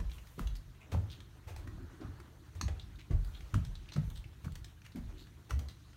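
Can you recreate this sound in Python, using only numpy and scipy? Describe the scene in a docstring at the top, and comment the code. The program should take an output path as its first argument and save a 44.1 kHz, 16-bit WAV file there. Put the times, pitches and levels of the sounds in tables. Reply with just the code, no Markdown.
"""A deep, soft footfall comes first: someone climbs carpeted wooden stairs and crosses a landing, phone in hand.
Footfalls ring the joists as fading sine waves; trapped air knocks as short swelling sines.
Puffs from the pile, ticks of shoe and laces and rubbing cloth are short bursts of coloured noise.
Behind them the frame rumbles, boards creak, feet shuffle and clothes rustle under a fine hiss (shaped noise).
A far motor hums on multiples of its speed, and the bare stairwell answers with fading random echoes."""
import sys
import numpy as np
from scipy import signal
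from scipy.fft import rfft, irfft, next_fast_len
from scipy.io import wavfile
from scipy.ndimage import uniform_filter1d, map_coordinates

SR = 44100
rng = np.random.default_rng(int(sys.argv[2]) if len(sys.argv) > 2 else 0)


def digitize_waveform(pressure):
    """Quantize a signal to 16-bit integers and store it at the path in sys.argv[1].

    Rows of a 2-D input are taken as channels; values are limited to [-1, 1].
    """
    field = np.atleast_2d(pressure).T
    bounded = np.clip(field, -1, 1)
    quanta = np.round(bounded * 32767).astype(np.int16)
    wavfile.write(sys.argv[1], SR, quanta)


N = 263232  # length in samples

# Pushes on the treads, from heel knock to the weight rolling over:
# [t/s, peak level/dB, best driven f/Hz, spread/octaves, t60/s at that pitch]; t60 = time to fade by 60 dB
TREAD_PUSHES = [(0.0, -26.5, 61.6, 0.36, 0.35), (0.004, -37, 215, 0.52, 0.083),
                (0.096, -40.5, 59, 0.65, 0.38), (0.386, -36, 244, 0.41, 0.11),
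                (0.414, -30.5, 55.5, 0.6, 0.34), (0.459, -25.5, 53.3, 0.19, 0.29),
                (0.622, -48, 62, 0.55, 0.094), (0.929, -31, 92, .22, 0.41), (0.944, -32.5, 208, 0.36, 0.11),
                (0.951, -23, 90.6, 0.2, 0.21), (0.991, -43, 96, .48, 0.064), (1.039, -32, 93, 0.36, 0.14),
                (1.475, -38, 82.4, .32, 0.29), (1.543, -39, 66, 0.42, 0.39), (1.65, -39.5, 87, 0.2, 0.15),
                (1.663, -46.5, 265, 0.23, 0.21), (1.686, -36, 81.8, 0.39, .18),
                (1.751, -37.5, 91, 0.61, .15), (1.824, -48, 265, 0.15, 0.15), (1.827, -39.5, 80, 0.41, .18),
                (2.008, -41.5, 295, 0.24, 0.14), (2.052, -33.5, 90, 0.41, 0.17),
                (2.121, -54, 74, .28, 0.46), (2.488, -43.5, 96.5, 0.22, 0.16),
                (2.557, -37.5, 79, 0.12, 0.55), (2.616, -39, 233, 0.39, 0.19), (2.639, -33, 67.6, .5, 0.27),
                (2.659, -25.5, 76, 0.16, 0.25), (2.704, -46, 73, 0.37, 0.21),
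                (2.758, -44.5, 59.3, .5, 0.51), (2.837, -37.5, 69.7, 0.14, 0.13),
                (3.108, -35.5, 251, 0.64, 0.16), (3.111, -23.5, 94.3, 0.4, 0.23),
                (3.139, -20, 57.3, 0.4, 0.23), (3.172, -41, 71, 0.36, 0.15), (3.26, -41, 51, 0.38, .22),
                (3.329, -39.5, 56.4, 0.2, 0.64), (3.542, -30.5, 230, 0.33, 0.25),
                (3.542, -23.5, 102, 0.34, 0.24), (3.559, -20.5, 85, 0.41, 0.13),
                (3.619, -36, 79.5, 0.65, 0.11), (3.682, -33, 49, 0.34, 0.35), (3.964, -25, 173, 0.52, 0.29),
                (3.984, -22.5, 153, 0.26, 0.092), (4.022, -33.5, 143, 0.32, 0.18),
                (4.04, -50, 77, 0.56, .22), (4.082, -33, 81, 0.63, 0.14), (4.14, -42, 144, 0.21, .09),
                (4.19, -37, 63, 0.35, 0.076), (4.27, -47, 72.6, 0.23, 0.38),
                (4.446, -36.5, 198, 0.51, 0.27), (4.447, -33, 99, .36, 0.15), (4.47, -33, 89, 0.26, 0.11),
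                (4.529, -37.5, 68.5, 0.51, .2), (4.62, -39, 72, 0.35, 0.11), (4.955, -35.5, 236, 0.3, 0.28),
                (5.0, -37.5, 55.4, .32, 0.098), (5.04, -37.5, 69.3, .5, 0.29),
                (5.133, -52.5, 307, 0.17, 0.46), (5.516, -32, 76.6, 0.22, 0.48),
                (5.531, -40.5, 126.6, 0.14, 0.31), (5.534, -27, 75.5, 0.13, 0.32),
                (5.564, -47.5, 233, 0.13, 0.38), (5.597, -42, 71, .3, 0.47)]
# Ringing modes of the joists: [f/Hz, level/dB]
JOIST_MODES = [(40, 11), (48, 0.5), (54, 2.5), (62, -0.5), (70, 2), (84, 5), (101, 7), (124, 9), (148, 9.5),
               (178, 5.5), (215, 0.5), (255, 0.5), (310, 2.5), (370, 8), (440, 0)]
# Air pockets slapped shut under the sole: [t/s, peak level/dB, f/Hz]
AIR_KNOCKS = [(0.394, -32.5, 1230), (0.428, -49, 1200), (0.941, -44, 536), (0.947, -37.5, 900),
              (1.564, -47, 794), (1.782, -54, 683), (2.202, -48, 1360), (2.612, -31, 1225),
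              (2.687, -45, 563), (3.543, -28.5, 1260), (3.964, -41, 1250), (3.966, -48, 543),
              (4.481, -45.5, 1360), (5.508, -32.5, 1350), (5.515, -41, 1080)]
# The sole crushes the pile: [t/s, level/dB, slope/dB per octave, t60/s]
PILE_PUFFS = [(0.0, -38.5, -6.5, 0.029), (0.38, -47, -5.5, 0.25), (0.917, -38, -6, 0.12),
              (0.94, -30.5, -11.5, 0.047), (1.471, -46.5, -5, 0.21), (1.564, -51.5, -5, 0.2),
              (1.672, -54.5, -4, 0.05), (2.012, -43.5, -9, 0.097), (2.551, -54, -4.5, .13),
              (2.682, -40, -7.5, 0.065), (3.106, -44, -7.5, 0.15), (3.541, -41, -5.5, 0.088),
              (3.558, -40, -28, 0.047), (3.962, -43, -6.5, 0.097), (4.444, -44.5, -5, 0.076),
              (4.959, -48.5, -6, 0.14), (5.079, -55.5, -8, 0.16), (5.495, -43.5, -5.5, 0.13),
              (5.591, -52.5, -5.5, 0.21)]
# Ticks of shoe and laces: [t/s, level/dB, f/Hz, share of broad grit, treble level/dB against the rest]
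SHOE_TICKS = [(0.0968, -52.5, 2370, 0.66, -21), (0.1158, -47.5, 3800, 0.16, -22),
              (0.1832, -49.5, 2630, .13, -28), (0.271, -53, 1870, 0.87, -8),
              (0.393, -45.5, 1890, 0.7, -4.5), (0.4727, -42.5, 3350, .17, -13),
              (0.5537, -47.5, 4340, 0.75, -20), (1.1009, -50, 3750, 0.17, -28),
              (1.204, -46, 3440, 0.21, -28), (1.5628, -47, 1920, 0.9, -8), (1.6751, -44, 1630, 0.095, -20),
              (2.0106, -54.5, 3670, .4, -26), (2.2009, -49.5, 1920, 0.059, -10.5),
              (2.552, -54.5, 1990, .31, -14), (2.612, -33, 4150, .5, -17), (2.6125, -35.5, 6300, 0.29, -13),
              (2.6818, -41.5, 3560, 0.31, -42), (2.7965, -43.5, 3700, .26, -30),
              (2.9574, -55.5, 3300, 0.16, -25), (3.11, -49.5, 1820, 0.26, -27),
              (3.2472, -55.5, 3670, 0.4, 0.5), (3.407, -48.5, 2550, 0.18, -31), (3.5413, -41, 2730, 1, -8),
              (3.65, -46, 3380, 0.43, -11.5), (3.7537, -47, 4000, 0.29, -18), (3.921, -43, 4150, 0.19, -28),
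              (3.937, -50, 4200, .6, -10), (3.9625, -44, 1970, .4, -38), (4.1016, -52.5, 3640, .3, -1.5),
              (4.2419, -51, 2580, 0.11, -34), (4.521, -54.5, 3930, .54, -6), (4.555, -44.5, 3350, 0.79, -7),
              (4.645, -45.5, 4370, 0.67, -9), (4.818, -52.5, 2650, 0.24, -30), (4.85, -51.5, 2400, .5, -18),
              (4.864, -51.5, 2300, 0.49, -15), (4.92, -54.5, 3900, 0.2, -26),
              (4.9587, -51.5, 1800, 0.22, -6), (5.27, -54, 2700, 0.23, -29),
              (5.5068, -36.5, 2320, .97, -13), (5.5924, -45.5, 2070, 0.84, -6),
              (5.6858, -44.5, 3900, 0.47, -16), (5.9315, -57, 1940, 0.44, -27)]
# Cloth and sole rub: [t/s, level/dB, f/Hz, treble level/dB against the rest, length/s]
CLOTH_RUBS = [(0.1, -69, 2700, 0, 0.095), (0.553, -59.5, 4280, 0, 0.02), (0.742, -69, 2390, -25, 0.035),
              (0.805, -55.5, 2450, -16, 0.031), (0.9203, -51, 3770, -26, 0.015),
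              (1.1004, -56.5, 3780, -13, 0.037), (1.122, -55.5, 3300, -18, 0.034),
              (1.477, -66.5, 2500, -24, 0.075), (2.628, -64, 6100, -10, 0.013),
              (2.815, -60, 3930, -30, 0.016), (2.9875, -56, 2600, -21, 0.027), (3.262, -72, 3260, 2, 0.029),
              (3.3376, -56.5, 3230, -25, 0.038), (3.534, -66, 2670, -5, .03),
              (3.658, -65, 3430, -11, 0.018), (3.797, -75, 2940, -21, .023),
              (3.855, -58.5, 2790, -29, 0.012), (3.884, -54, 2980, -19, .02),
              (3.922, -52.5, 4070, -17, 0.026), (4.1524, -57, 3470, -7.5, 0.04),
              (4.431, -65.5, 3260, -4, 0.028), (4.6594, -69.5, 2960, -11, 0.061),
              (4.845, -57, 2420, -14, 0.028), (5.1744, -61.5, 3530, -10, 0.063),
              (5.687, -64, 3700, -11, .043)]
# Broad colour shared by the small contacts: [f/Hz, level/dB]
GRIT_COLOUR = [(700, 3), (1500, 9), (3000, 5.5), (5000, 3), (6300, 2), (7500, -6), (9000, -5.5),
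               (12000, -47)]
# Colours of the background noises, before each is set to rms 1: [f/Hz, level/dB]
RUMBLE_COLOUR = [(12, -63), (20, -10), (54, 11), (81, 5.5), (121, 1), (231, -15.5), (300, -21.5),
                 (390, -79), (660, -120)]
CREAK_COLOUR = [(110, -51), (180, -2), (232, -5), (333, -1), (399, -11), (500, -50), (650, -65),
                (1100, -120)]
SHUFFLE_COLOUR = [(250, -78), (420, 7), (466, 3), (746, 0.5), (963, 2), (1470, 1.5), (2000, -6.5),
                  (2600, -43), (4400, -120)]
RUSTLE_COLOUR = [(940, -38), (1600, -4.5), (1920, -1), (3980, -1.5), (4960, -6), (6180, -6.5), (7500, -13),
                 (9750, -11.5), (16500, -120)]
HISS_COLOUR = [(3820, -56), (6500, -5), (7640, -6), (9230, -6), (10500, -4.5), (11500, -3), (15100, -5),
               (16000, -7)]
# Loudness of the creaking boards over time: [t/s, level/dB]
CREAK_LEVELS = [(0.0, -61), (0.18, -69.5), (0.76, -69.5), (0.98, -63), (1.44, -65.5), (1.91, -59),
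                (2.11, -59), (2.33, -66), (3.11, -67), (3.31, -65), (3.71, -67.5), (4.87, -69.5),
                (5.15, -64.5), (5.65, -66), (5.79, -70), (5.97, -70)]
# Loudness of the walker over time: [t/s, feet level/dB, clothes level/dB]
WALKER_LEVELS = [(0.0, -67.5, -69), (0.66, -71, -71.5), (0.81, -69.5, -74.5), (1.03, -65.5, -69.5),
                 (1.26, -70, -72), (1.51, -68, -72), (1.65, -67.5, -72), (2.06, -62.5, -70),
                 (2.41, -70, -72), (2.77, -67.5, -69), (3.04, -72, -73.5), (3.32, -67.5, -67.5),
                 (4.07, -68, -69), (4.24, -69, -71.5), (4.84, -74, -73.5), (5.1, -67, -69.5),
                 (5.24, -69.5, -72), (5.97, -72, -71)]
# Loudness of the fine hiss over time: [t/s, level/dB]
HISS_LEVELS = [(0.0, -77), (0.33, -69.5), (0.6, -78), (0.88, -78), (1.03, -76), (1.28, -77.5),
               (3.09, -77.5), (3.32, -72), (3.91, -79.5), (4.07, -71.5), (4.22, -77), (5.75, -78),
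               (5.97, -79)]
# Speed of a distant household motor: [t/s, turns per second]
MOTOR_SPEED = [(0, 25.2), (.8, 25), (1.3, 25.6), (1.9, 25.7), (2.3, 25.3), (3, 25.2), (4.3, 26.3),
               (4.8, 26), (5.3, 25.7), (5.97, 25.5)]
# Tones of its hum: [multiple of the speed, rms level/dB]
MOTOR_TONES = [(2, -66), (3, -62), (4, -64), (5, -66), (6, -71), (7, -74), (8, -82)]
# How long the stairwell echoes: [f/Hz, t60/s]
ECHO_TIMES = [(200, 0.64), (1500, 0.31), (5000, 0.21), (12000, 0.26)]
# Peaks and dips of the phone's sound port: [f/Hz, level/dB, width/octaves]
PORT_PEAKS = [(4150, 0.5, 0.064), (4910, -1, 0.045), (6080, 1.5, 0.054), (6580, 1, 0.025), (7100, 2, 0.038),
              (7700, -2, 0.024), (8440, 0.5, 0.052), (10400, -2.5, 0.045)]

PUSH_RISE_CYCLES = 0.63  # rise of a push, in cycles of its pitch
KNOCK_CYCLES = 1.47  # swell time of a knock, in cycles of its pitch
PUFF_RISE_SHARE = 0.079  # rise of a puff, as a share of its t60
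TICK_T60_S, SNAP_T60_S, TICK_RISE_S = 0.025, 0.0027, 0.00088
RUB_OCTAVES, RUB_RISE_S = 0.3, 0.0072
RIPPLE_DB, RIPPLE_HZ = 2.5, 800  # uneven colour of each contact: depth, spacing
REST_DB = -59.5  # rumble of the frame at rest
AFTER_DB, AFTER_RISE_S, AFTER_T60_S = -18.5, 0.017, 0.97  # rumble after a push, against its peak
ECHO_DB, SLAP_ECHO_DB = -5.0, -9  # all echoes; extra cut for slaps, which reach the walls less
TOP_HZ = 15830  # band limit of the phone


def booms():
    """Each push rings the joist modes near the pitch that its spot on the tread drives best."""
    out, t = np.zeros(N), np.arange(2 * SR // 5) / SR
    mode_hz, mode_db = np.transpose(JOIST_MODES)
    for s, db, centre_hz, spread, t60 in TREAD_PUSHES:
        size = amp(mode_db + rng.normal(0, 1, len(mode_hz))) * hump(mode_hz, centre_hz, spread)
        detuned_hz = mode_hz * (1 + 0.019 * rng.standard_normal(len(mode_hz)))
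        life = t60 * (centre_hz / mode_hz) ** 1.46  # higher modes lose energy faster
        on = size > size.max() / 100  # skip the very faint modes
        fade = np.exp(-np.log(1000) * t / life[on, None])
        waves = np.sin(2 * np.pi * detuned_hz[on, None] * t)
        ring = size[on] @ (fade * waves)
        ring *= (1 - np.exp(-t * centre_hz / PUSH_RISE_CYCLES)) ** 2  # carpet spreads the blow
        add(out, s - .006, amp(db) * ring / np.abs(ring).max())
    return out


def knocks():
    """Air trapped under the sole swings for a few cycles: it swells as the sole closes and dies quickly."""
    out, t = np.zeros(N), np.arange(SR // 50) / SR
    for s, db, hz in AIR_KNOCKS:
        u = t * hz / KNOCK_CYCLES
        swell = u ** 2 * np.exp(2 - 2 * u)  # reaches 1 at u = 1
        add(out, s - .0005, amp(db) * swell * np.sin(2 * np.pi * (hz * t + rng.random())))
    return out


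def puffs():
    """Air and fibres squeezed under the sole: dull noise that fades away."""
    out, t = np.zeros(N), np.arange(SR // 4) / SR
    for s, db, slope_db, t60 in PILE_PUFFS:
        colour = lambda f: amp(slope_db * np.log2((f + 1) / 600)) / (1 + (330 / (f + 1)) ** 4)
        air = unit(filtered(rng.standard_normal(len(t)), colour))
        rise = 1 - np.exp(-t / (PUFF_RISE_SHARE * t60))
        add(out, s - .002, amp(db - 60 * t / t60) * rise * air)
    return out


def ticks():
    """A hard contact of shoe or lace: a sharp snap with a short gritty tail."""
    out, t = np.zeros(N), np.arange(SR // 10) / SR
    fade = amp(-60 * t / TICK_T60_S) + 1.3 * amp(-60 * t / SNAP_T60_S)
    blow = fade * (1 - np.exp(-t / TICK_RISE_S))
    for s, db, hz, broad, treble_db in SHOE_TICKS:
        grit = scratch(rng.standard_normal(len(t)), hz, 0.21, broad, treble_db)
        add(out, s - .0005, amp(db) * blow * grit)
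    return out


def rubs():
    """Fibres slip one by one, in clumps, while the stroke lasts."""
    out, t = np.zeros(N), np.arange(SR // 5) / SR
    for s, db, hz, treble_db, length in CLOTH_RUBS:
        sparse = rng.random(len(t)) < .02  # a few strong slips over a weak bed
        slips = rng.standard_normal(len(t)) * (.07 + sparse)
        clumps = amp(2 * map_coordinates(rng.standard_normal(64), [t * 200]))  # 200 chance levels a second
        stroke = (1 - np.exp(-t / RUB_RISE_S)) * np.exp(-(t / length) ** 3)
        add(out, s - .002, amp(db) * stroke * clumps * scratch(slips, hz, RUB_OCTAVES, .1, treble_db))
    return out


def scratch(drive, hz, octaves, broad, treble_db):
    """Colours a contact: its own pitch, a broad grit and a treble hump, with chance peaks and dips."""
    knots = rng.standard_normal(128)
    ripple = lambda f: amp(RIPPLE_DB * map_coordinates(knots, [f / RIPPLE_HZ], order=1))
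    colour = lambda f: hump(f, hz, octaves) + broad * amp(along(GRIT_COLOUR, f))
    body = unit(filtered(drive, lambda f: ripple(f) * colour(f)))
    treble = unit(filtered(drive, lambda f: ripple(f) * hump(f, 10000, octaves=0.84)))
    return body + amp(treble_db) * treble


def walker():
    """Feet shuffle and clothes rustle: many tiny contacts blur into patchy noise."""
    shuffle_db, rustle_db = curves(WALKER_LEVELS)
    shuffle = amp(shuffle_db) * rush(SHUFFLE_COLOUR, patchy_db=2.5)
    return shuffle + amp(rustle_db) * rush(RUSTLE_COLOUR, patchy_db=2.0)


def frame():
    """The frame rumbles, strongest in the joist modes, and its boards creak softly as patchy noise."""
    joists = lambda f: 2.0 + sum(amp(db) * hump(f, hz, octaves=0.075) for hz, db in JOIST_MODES)
    rumble = unit(filtered(rush(RUMBLE_COLOUR, patchy_db=2.2), joists))
    creak_db, = curves(CREAK_LEVELS)
    return shaking() * rumble + amp(creak_db) * rush(CREAK_COLOUR, patchy_db=3.0)


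def shaking():
    """How hard the frame shakes: a resting level, plus a swell that every push leaves behind."""
    blows, t = np.zeros(N), np.arange(SR) / SR
    for s, db, *_ in TREAD_PUSHES:
        add(blows, s, amp([2 * (db + AFTER_DB)]))  # doubled dB: powers add up, not levels
    swell = (amp(-60 * t / AFTER_T60_S) * (1 - np.exp(-t / AFTER_RISE_S))) ** 2
    after = np.abs(signal.fftconvolve(blows, swell)[:N])
    return np.sqrt(amp(2 * REST_DB) + after)


def motor():
    """A far motor hums through the walls on multiples of its shaft speed."""
    turns = np.cumsum(np.interp(np.arange(N) / SR, *np.transpose(MOTOR_SPEED))) / SR
    tone = lambda k: np.sin(2 * np.pi * (k * turns + rng.random()))
    return sum(np.sqrt(2) * amp(db) * tone(k) for k, db in MOTOR_TONES)


def hiss():
    """A fine, nearly even high noise whose level drifts."""
    hiss_db, = curves(HISS_LEVELS)
    return amp(hiss_db) * rush(HISS_COLOUR, patchy_db=0.5)


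def stairwell(x):
    """Bare walls answer with fading random echoes; each frequency dies at its own speed."""
    out, span = np.zeros(N), SR // 5  # the echo pattern is drawn anew every 0.2 s
    for start in range(0, N, span):
        hz, t, z = signal.stft(rng.standard_normal(SR // 2), SR, nperseg=256)
        fade = amp(-60 * t / along(ECHO_TIMES, hz)[:, None])
        tail = signal.istft(z * fade, SR, nperseg=256)[1]
        echoes = signal.fftconvolve(x[start:start + span], tail / np.linalg.norm(tail))
        add(out, start / SR + .005, echoes)
    return out


def rush(spectrum, patchy_db):
    """Coloured noise of rms 1 with patches of random gain in time and pitch."""
    z = signal.stft(rng.standard_normal(N + 512), nperseg=512)[2]
    field = uniform_filter1d(rng.standard_normal(z.shape), size=10, axis=0)
    field = uniform_filter1d(field, size=5, axis=1)
    x = signal.istft(z * amp(patchy_db * unit(field)), nperseg=512)[1][:N]
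    return unit(filtered(x, lambda hz: amp(along(spectrum, hz))))


def curves(rows):
    """One value per sample for each column after the time."""
    s, *cols = np.transpose(rows)
    return [np.interp(np.arange(N) / SR, s, c) for c in cols]


def amp(db):
    """dB to gain."""
    return 10 ** (np.asarray(db) / 20)


def unit(x):
    """x at rms 1."""
    return x / np.sqrt(np.mean(x ** 2) + 1e-20)


def along(points, hz):
    """Reads between (Hz, value) points on a log pitch axis."""
    f, v = np.transpose(points)
    return np.interp(np.log(hz + 1), np.log(f + 1), v)


def filtered(x, response):
    """x with each frequency scaled by response(Hz)."""
    m = next_fast_len(len(x) + 8192)
    return irfft(rfft(x, m) * response(np.fft.rfftfreq(m, 1 / SR)), m)[:len(x)]


def hump(hz, centre_hz, octaves):
    """A bell-shaped gain on a log pitch axis."""
    return np.exp(-.5 * (np.log2((hz + 1) / centre_hz) / octaves) ** 2)


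def add(track, s, sound):
    """Mixes a sound into the track from s seconds on."""
    part = track[max(round(s * SR), 0):][:len(sound)]
    part += sound[:len(part)]


def scene():
    """Footfalls and small contacts with their echoes, over the walker's rustle and the house."""
    contacts, slaps = puffs() + ticks() + rubs(), knocks()
    echoes = amp(ECHO_DB) * stairwell(contacts + amp(SLAP_ECHO_DB) * slaps)
    background = walker() + frame() + motor() + hiss()
    return (booms() + slaps + contacts + echoes + background)[None]


def record(dry):
    """The phone colours the treble, keeps little deep bass and nothing above its band limit."""
    port_db = lambda hz: sum(db * hump(hz, centre_hz, octaves) for centre_hz, db, octaves in PORT_PEAKS)
    bass_cut = lambda hz: 1 / np.sqrt(1 + (38 / (hz + 1)) ** 4)
    return filtered(dry[0], lambda hz: amp(port_db(hz)) * (hz < TOP_HZ) * bass_cut(hz))[None]


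dry = scene()
out = record(dry)
digitize_waveform(out)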